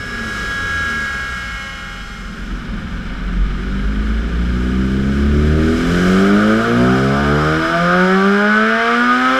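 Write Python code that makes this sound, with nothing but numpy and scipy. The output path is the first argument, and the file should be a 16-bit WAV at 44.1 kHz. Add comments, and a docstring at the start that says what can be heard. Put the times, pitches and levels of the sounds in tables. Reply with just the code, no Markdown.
"""A four-cylinder motorcycle on a rolling-road dyno in a small hard-walled workshop. First the drum coasts,
whining and rumbling (sines and filtered noise), while low engine orders slide down. Both fade out by about 2.8
s as a lumpy idle takes over: sines at multiples of the firing rate, each wobbling on its own. From about 3 s
the engine pulls and climbs to a howl, its orders dipping through the room's nulls. Rumble, roar and hiss run
throughout; a gas rush and a high chain whine join during the climb."""
import sys
import numpy as np
from scipy import signal
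from scipy.fft import rfft, irfft
from scipy.io import wavfile

SR = 44100
rng = np.random.default_rng(int(sys.argv[2]) if len(sys.argv) > 2 else 0)


def master_out(mix):
    """Clip the mix to full scale and print it as 16-bit PCM to the path in sys.argv[1]."""
    frames = np.transpose(np.atleast_2d(mix))
    ceiling = np.clip(frames, -1, 1)
    pcm = np.round(ceiling * 32767).astype(np.int16)
    wavfile.write(sys.argv[1], SR, pcm)


N = 414099
HOP = 40   # samples per step of the slow controls


def from_db(db):
    """Turn decibels into gain."""
    return 10 ** (np.asarray(db) / 20)


def rms_one(x):
    """Scale to rms 1."""
    return x / np.sqrt(np.mean(x ** 2) + 1e-20)


def in_steps(rows):
    """Read each column of a table over time, one value per slow step."""
    s, *columns = np.transpose(rows)
    step_s = np.arange(N // HOP + 2) * HOP / SR
    return [np.interp(step_s, s, column) for column in columns]


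def per_sample(steps):
    """Stretch slow steps to one value per sample."""
    return np.interp(np.arange(N) / HOP, np.arange(len(steps)), steps)


def on_log(points, at):
    """Read a two-column table along a logarithmic axis."""
    points = np.array(points)
    return np.interp(np.log(at), np.log(points[:, 0]), points[:, 1])


def drift(rate_hz):
    """Slow random wander with spread 1: noise through a two-pole low-pass."""
    r = np.exp(-2 * np.pi * rate_hz * HOP / SR)
    noise = rng.standard_normal(N // HOP + 2002)
    wander = signal.lfilter([1], [1, -2 * r, r * r], noise)
    return rms_one(wander[2000:])   # drop the filter's start-up


def turn(hz):
    """Add up a changing frequency into a running phase in radians."""
    return 2 * np.pi * np.cumsum(hz) / SR


def random_phase():
    """Pick a random starting angle in radians."""
    return rng.uniform(0, 2 * np.pi)


# Dips where the room's standing waves cancel sound at the microphone.
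# Each row: frequency in Hz, width in Hz, full depth in dB.
ROOM_NULLS = [(66.4, 4.6, -9.5), (82.6, 3.3, -11), (114, 2.8, -11), (139.6, 3.3, -9.5), (163.3, 5.7, -26),
              (229.4, 10.3, -10.5), (342.7, 6.5, -21.5), (355, 3.2, -8.5), (421.5, 12, -11), (451, 9.5, -7),
              (484.7, 12, -13.5), (505.1, 20, -18), (573, 18.8, -18.5), (600, 16, -14), (636, 11.6, -13.5),
              (661, 6.9, -9.5), (732, 37, -9), (801, 33, -10.5), (870, 42, -14.5), (946, 11.4, -15),
              (997, 25, -13.5), (1117, 45, -16.5), (1262, 19, -5), (1366.6, 53, -10), (1567, 108, -8.5),
              (1660, 19, -5), (1739, 42, -8.5), (1840, 26, -4.5), (1977, 38, -14)]


def coloured(x, points, null_share):
    """Minimum-phase filter, which never rings early: a broad shape plus a share of the room's null depth."""
    size = 2 ** 15
    hz = np.maximum(np.arange(size // 2 + 1) * SR / size, 1)
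    level_db = on_log(points, hz)
    for centre_hz, width_hz, depth_db in ROOM_NULLS:
        level_db += null_share * depth_db / (1 + (2 * (hz - centre_hz) / width_hz) ** 2)
    # folding the cepstrum forward in time makes the filter minimum-phase
    cepstrum = irfft(np.log(from_db(level_db)))
    cepstrum[1:size // 2] *= 2
    cepstrum[size // 2 + 1:] = 0
    response = irfft(np.exp(rfft(cepstrum)))
    return signal.fftconvolve(x, response)[:N]


def coloured_noise(points, null_share):
    """Shape random noise with a filter and bring it to rms 1."""
    return rms_one(coloured(rng.standard_normal(N), points, null_share))


IDLE_FIRINGS_PER_S = 43.93
# How the pull gains speed against the drum's inertia.
# Each row: time in seconds, firings per second gained each second.
TORQUE = [(3.05, 0), (3.85, 15.96), (4.85, 12.96), (5.5, 21.62), (6.65, 46.06), (7.3, 48.72), (8.5, 59.4),
          (9.39, 60.57)]


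def revs():
    """Firings per second in slow steps: idle plus all the speed gained so far."""
    return IDLE_FIRINGS_PER_S + np.cumsum(in_steps(TORQUE)[0]) * HOP / SR


# Air, tyre and valve-gear noise.
# Each row: time in seconds, rumble in dB, then roar and hiss in dB before their trims.
NOISE_LEVELS = [(0.0, -32, -38.5, -49), (0.4, -30, -36, -44.5), (1.02, -34, -36, -45.5),
                (2.2, -36, -43, -53.5), (2.67, -28, -40, -57), (3.2, -28.5, -40, -59),
                (5.05, -26.5, -37, -52), (5.57, -38, -34, -49), (5.9, -23, -30, -41.5),
                (6.12, -27, -28.5, -41), (6.33, -39, -29.5, -44.5), (7.2, -36, -32, -47),
                (7.9, -35, -29, -46), (8.1, -38, -29.5, -47), (8.6, -46, -29.5, -49), (8.93, -45, -27, -47),
                (9.05, -49, -29.5, -48.5), (9.3, -47, -26, -45.5)]
# Colours of the three noises. Each row: frequency in Hz, relative level in dB per Hz.
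RUMBLE_COLOUR = [(15, -38), (25, -2.5), (54, 2.5), (130, -11), (195, -6), (350, -20.5), (541, -17.5),
                 (600, -26.5), (900, -23), (1170, -29.5), (1980, -120)]
ROAR_COLOUR = [(300, -37.5), (500, 2), (800, -3.5), (1500, 0), (2500, -8.5), (4000, -16.5), (6000, -23.5),
               (9000, -49.5)]
HISS_COLOUR = [(2650, -45.5), (4500, -9.5), (4860, -5.5), (5040, -11), (6910, -4), (8260, -7),
               (9200, -14.5), (10400, -11.5), (12600, -19.5), (13600, -18), (15200, -12.5)]
ROAR_TRIM_DB, HISS_TRIM_DB = -1, 7.5
CHUFF_DEPTH = .1   # share of the roar's gain
# Gas rush at the tailpipe under full throttle. Each row: time in seconds, level in dB.
RUSH_LEVEL = [(5.3, -64), (5.8, -54), (6.05, -36.5), (6.4, -31), (6.8, -31.5), (7.2, -40), (7.7, -35),
              (8.2, -38), (9.39, -41)]
# Colour of the rush. Each row: frequency in Hz, relative level in dB per Hz.
RUSH_COLOUR = [(700, -50), (1150, 6), (1500, 4.5), (1800, -10.5), (2600, -32.5)]


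def air(firing):
    """Filtered noises: roar and hiss gust slightly, and the roar chuffs with every crank turn."""
    rumble_db, roar_db, hiss_db = in_steps(NOISE_LEVELS)
    rush_db, = in_steps(RUSH_LEVEL)
    gust_db = .3 * drift(7)
    roar_db = roar_db + ROAR_TRIM_DB + gust_db
    hiss_db = hiss_db + HISS_TRIM_DB + gust_db + .5 * drift(7)
    chuff = 1 + CHUFF_DEPTH * np.sin(firing / 2)   # two firings per crank turn
    rumble = per_sample(from_db(rumble_db)) * coloured_noise(RUMBLE_COLOUR, .6)
    roar = per_sample(from_db(roar_db)) * chuff * coloured_noise(ROAR_COLOUR, .6)
    hiss = per_sample(from_db(hiss_db)) * coloured_noise(HISS_COLOUR, .6)
    rush = from_db(per_sample(rush_db)) * coloured_noise(RUSH_COLOUR, .61)
    return rumble + roar + hiss + rush


OVERRUN_START_HZ, OVERRUN_END_HZ = 128, 20   # firing rate at the start, and the rate it sinks towards
OVERRUN_DROP_S = 1.4   # time constant of the exponential sinking
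OVERRUN_FADE_START_S, OVERRUN_FADE_S = 1.44, 0.34
# Relative levels in dB of the 1st, 2nd and 3rd order of the firing rate.
OVERRUN_ORDERS_DB = [1.4, -1.5, -5.5]
# The way from exhaust to microphone during the coast, standing waves included.
# Each row: frequency in Hz, level in dB.
COAST_PATH = [(45, -39), (62, -32), (74, -39), (84, -29.5), (97, -38.5), (105, -35.5), (114, -42.5),
              (130, -39.5), (150, -40), (165, -34.5), (198, -39.5), (225, -27.5), (260, -41), (400, -56)]


def overrun():
    """Low orders of the closed-throttle engine, sliding down through the room's standing waves."""
    s = np.arange(N) / SR
    above_end_hz = (OVERRUN_START_HZ - OVERRUN_END_HZ) * np.exp(-s / OVERRUN_DROP_S)
    phase = turn(OVERRUN_END_HZ + above_end_hz)
    note = np.zeros(N)
    for order, db in enumerate(OVERRUN_ORDERS_DB, start=1):
        gain = per_sample(from_db(db + 1.3 * drift(13)))
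        note += gain * np.sin(order * phase)
    fade = np.clip(1 - (s - OVERRUN_FADE_START_S) / OVERRUN_FADE_S, 0, 1)
    return coloured(np.sqrt(2) * note * fade, COAST_PATH, 0)


# The coasting drum.
# Each row: time in seconds, whine in dB before each line's own level, rumble in dB.
DRUM_LEVELS = [(0.0, -56, -38), (0.25, -47.5, -37.5), (0.88, -43.5, -37.5), (1.25, -46, -43),
               (1.62, -45.5, -58.5), (2.3, -52.5, -45.5)]
# Whine lines that each swell to a peak and sink at their own time. Each row: multiple of the drum pulse,
# peak time in seconds, peak level in dB, rise in dB per second, fall in dB per second.
SWELLS = [(5, 0.77, -38.5, 16, 10.5), (6, .88, -30.5, 11, 17.5), (8, 1.6, -41, 5, 27),
          (10.51, 1.8, -51.5, 1.5, 21), (14, 0.81, -48.5, 8, 12.5), (19.11, .05, -50.5, 1.5, 4.5)]
# The other whine lines, as multiples of the drum pulse; multiples of about 21/8 are a second mesh.
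WHINE_MULTIPLES = [2, 3, 4, 7, 9, 10, 11, 12, 15, 16, 17, 20, 21, 22, 23, 26, 28, 5.255, 7.882, 18.39]
# Level of each of those lines, in the same order, in dB relative to the whine.
WHINE_LINES_DB = [-7.5, -5, 0, 0.5, -5, -8, -7.5, -9, -15, -10.5, -23, -21, -20, -16, -7, -10, -9, -2.5, -3,
                  -27]
# Colour of the drum's rumble. Each row: frequency in Hz, relative level in dB per Hz.
DRUM_RUMBLE_COLOUR = [(150, -24), (250, -4), (361, -8), (405, 1.5), (443, -6), (487, -5), (700, -20),
                      (910, -57), (1540, -120)]
DRUM_HZ, DRUM_SAG_HZ_PER_S = 276.8, 2.9   # drum pulse at the start, and how fast it slows
DRUM_GONE_S, DRUM_FADE_S = 2.76, 0.54


def drum():
    """Whine and rolling rumble of the slowing drum; each whine line wavers alone, then all fades out."""
    whine_db, rumble_db = in_steps(DRUM_LEVELS)
    s = np.arange(len(whine_db)) * HOP / SR
    phase = turn(per_sample(DRUM_HZ - DRUM_SAG_HZ_PER_S * s))
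    lines = []
    for multiple, peak_s, peak_db, rise, fall in SWELLS:
        below_peak_db = np.maximum(rise * (peak_s - s), fall * (s - peak_s))
        lines.append((multiple, peak_db - below_peak_db + 0.62 * drift(4.6)))
    for multiple, db in zip(WHINE_MULTIPLES, WHINE_LINES_DB):
        lines.append((multiple, whine_db + db + 2.15 * drift(2.3)))
    whine = np.zeros(N)
    for multiple, db in lines:
        whine += per_sample(from_db(db)) * np.sin(multiple * phase + random_phase())
    rumble = per_sample(from_db(rumble_db)) * coloured_noise(DRUM_RUMBLE_COLOUR, 0)
    fade = np.clip((DRUM_GONE_S - np.arange(N) / SR) / DRUM_FADE_S, 0, 1)
    return (np.sqrt(2) * whine + rumble) * fade


MESHES_PER_FIRING = 2.052
# Chain whine in the pull. Each row: time in seconds, level in dB before the two tables below.
CHAIN_LEVEL = [(5.5, -70), (6.5, -56), (6.9, -49), (7.4, -47), (7.9, -47), (8.3, -50), (9.39, -50)]
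# Each row: multiple of the chain mesh, relative level in dB.
CHAIN_MULTIPLES = [(10, -1), (11, -2), (12, 0), (13, -1), (14, -3), (15, -1), (16, -2), (17, -2), (18, -4),
                   (19, -3), (21, -7)]
# What the chain whine radiates best. Each row: frequency in Hz, level in dB.
CHAIN_BODY = [(2500, -3), (3100, -2), (3600, -8), (4500, -8), (4900, 1), (5250, 0), (5700, -5), (6300, -9),
              (8000, -14), (11000, -22)]


def chain(firing):
    """High multiples of the chain mesh climb with the engine and stand out as they cross the 5 kHz region."""
    level_db, = in_steps(CHAIN_LEVEL)
    whine = np.zeros(N)
    for multiple, db in CHAIN_MULTIPLES:
        gain = per_sample(from_db(level_db + db + 1.4 * drift(4)))
        whine += gain * np.sin(multiple * MESHES_PER_FIRING * firing)
    return coloured(whine, CHAIN_BODY, 0)


# The exhaust note. Each row: time in seconds, relative load in dB, rasp in dB added to orders above 5.
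LOAD = [(1.6, -15.5, -3.5), (2.1, -7.5, -10), (2.5, -2, -1), (3.0, -1, -5), (3.5, 6, -5.5), (4.0, 5, -2),
        (4.6, 7, -4.5), (5.0, 9, -3.5), (5.5, 13, -5), (5.95, 9, -1), (6.1, 10.5, -.5), (6.65, 9.5, 0),
        (6.85, 6.5, 2.5), (7.3, 3.5, 2.5), (7.9, 0, 0), (8.3, -1.5, -3), (8.8, -2.5, 1.9), (9.39, -1, -7)]
# Pipe tuning. Each row: order (multiple of the firing rate), relative level in dB.
PIPE = [(.25, 3.5), (.5, -6), (1, 1.66), (1.5, -5.5), (2, 0.4), (2.5, -4.5), (3, 1.3), (3.5, -0.5), (4, 2),
        (5, 2), (6, 1), (8, 0.9), (10.5, -3), (14, -5)]
# The note brightens with speed. Each row: firings per second, dB per octave of order.
TILT = [(44, -9.5), (76, -8.5), (100, -6.5), (140, -6), (182, 0.4), (265, 2)]
# Strong-weak firing, marked at idle and for one stretch of the pull.
# Each row: time in seconds, relative level of the half orders in dB, extra dB on the lowest of them.
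STRONG_WEAK = [(3.0, -3, 2), (3.5, -13.5, .1), (5.3, -9, 4), (5.8, -10, 7), (6.1, -10, 1), (6.7, -14.5, -2),
               (6.8, -0.5, -1.5), (7.1, 0, 4), (7.3, 2, 5), (7.6, -8, 12), (7.8, -12.5, 7),
               (8.3, -12.5, -8), (9.39, -8.5, -6.5)]
# The way from exhaust to microphone, broad shape. Each row: frequency in Hz, level in dB.
EXHAUST_PATH = [(30, -33), (53, -25.5), (75, -26), (98, -43.5), (135, -24), (190, -14.5), (245, -15.5),
                (280, -24.5), (380, -16), (540, -18.5), (690, -20.5), (850, -30), (1500, -29.5),
                (4000, -60)]
# One odd cylinder sets the quarter orders: smoothed out by speed, plain at idle.
ODD_CYLINDER_DB, ODD_DB_PER_OCTAVE, ODD_IDLE_DB = -19, -2.5, 5.5
UNEVEN_RASP_DB = 4.5   # extra on half and quarter orders above 5
WOBBLE_DB, IDLE_WOBBLE_DB = 1.2, 1.4   # always, and extra at idle; both double on quarter orders
FULL_IDLE_HZ = 47   # idle unevenness is full below this firing rate and fades above it


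def exhaust(firing):
    """Orders of the firing rate; uneven cylinders add half and quarter orders; each wobbles on its own."""
    load_db, rasp_db = in_steps(LOAD)
    half_db, lowest_db = in_steps(STRONG_WEAK)
    hz = revs()
    idling = np.clip((FULL_IDLE_HZ / hz) ** 6, 0, 1)
    tilt_db = on_log(TILT, hz)
    octaves_above_idle = np.log2(hz / IDLE_FIRINGS_PER_S)
    quarter_db = ODD_CYLINDER_DB + ODD_DB_PER_OCTAVE * octaves_above_idle + ODD_IDLE_DB * idling
    wobble_db = WOBBLE_DB + IDLE_WOBBLE_DB * idling
    uneven_db = (0, quarter_db, half_db, quarter_db)   # whole, quarter, half, three-quarter orders
    note = np.zeros(N)
    quarter_spin = np.exp(.25j * firing)
    spin = 1
    for k in range(1, 57):   # k counts quarter orders
        order = k / 4
        spin = spin * quarter_spin   # a rotating arrow at this order's speed
        if k % 2 and order > 10:
            continue
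        level_db = load_db + on_log(PIPE, order) + uneven_db[k % 4]
        level_db = level_db + tilt_db * np.log2(max(order, 1))
        if order == .5:
            level_db += lowest_db
        if order > 5:
            level_db += rasp_db + UNEVEN_RASP_DB * (k % 4 > 0)
        level_db += wobble_db * (1 + k % 2) * drift(8)
        if order > 3.2:   # upper orders also swell and fade
            level_db += 2.2 * drift(5)
        tone = (spin * np.exp(1j * random_phase())).imag
        note += per_sample(from_db(level_db)) * tone
    return coloured(np.sqrt(2) * note, EXHAUST_PATH, 0.92)


def scene():
    """Add all sources together; chuff, chain and exhaust share one slightly unsteady firing phase."""
    firing = turn(per_sample(revs() * (1 + .001 * drift(9))))
    # the coasting engine has its own phase
    mix = air(firing) + overrun() + drum() + chain(firing) + exhaust(firing)
    return mix[None, :]


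# Colour of the microphone housing. Each row: frequency in Hz, level in dB.
HOUSING = [(1080, 0), (1180, 8.5), (1600, 12), (1950, 2.5), (2250, 7.5), (2680, 1), (3000, 10), (3600, 6.5),
           (4250, 5.5), (4620, -3), (5000, 7.5), (6200, -1.5), (6600, -5), (15500, -6)]
CUTOFF_HZ = 15420   # from here up the sound is at least 70 dB down
PEAK_LIMIT = .95   # rounded peaks stay below this


def record(dry):
    """The housing colours the sound, peaks are rounded, the top is cut."""
    housed = coloured(dry[0], HOUSING, 0)
    rounded = PEAK_LIMIT * np.tanh(housed / PEAK_LIMIT)
    low_pass = signal.cheby2(14, 70, CUTOFF_HZ, fs=SR, output="sos")
    return signal.sosfilt(low_pass, rounded)[None, :]


dry = scene()
out = record(dry)
master_out(out)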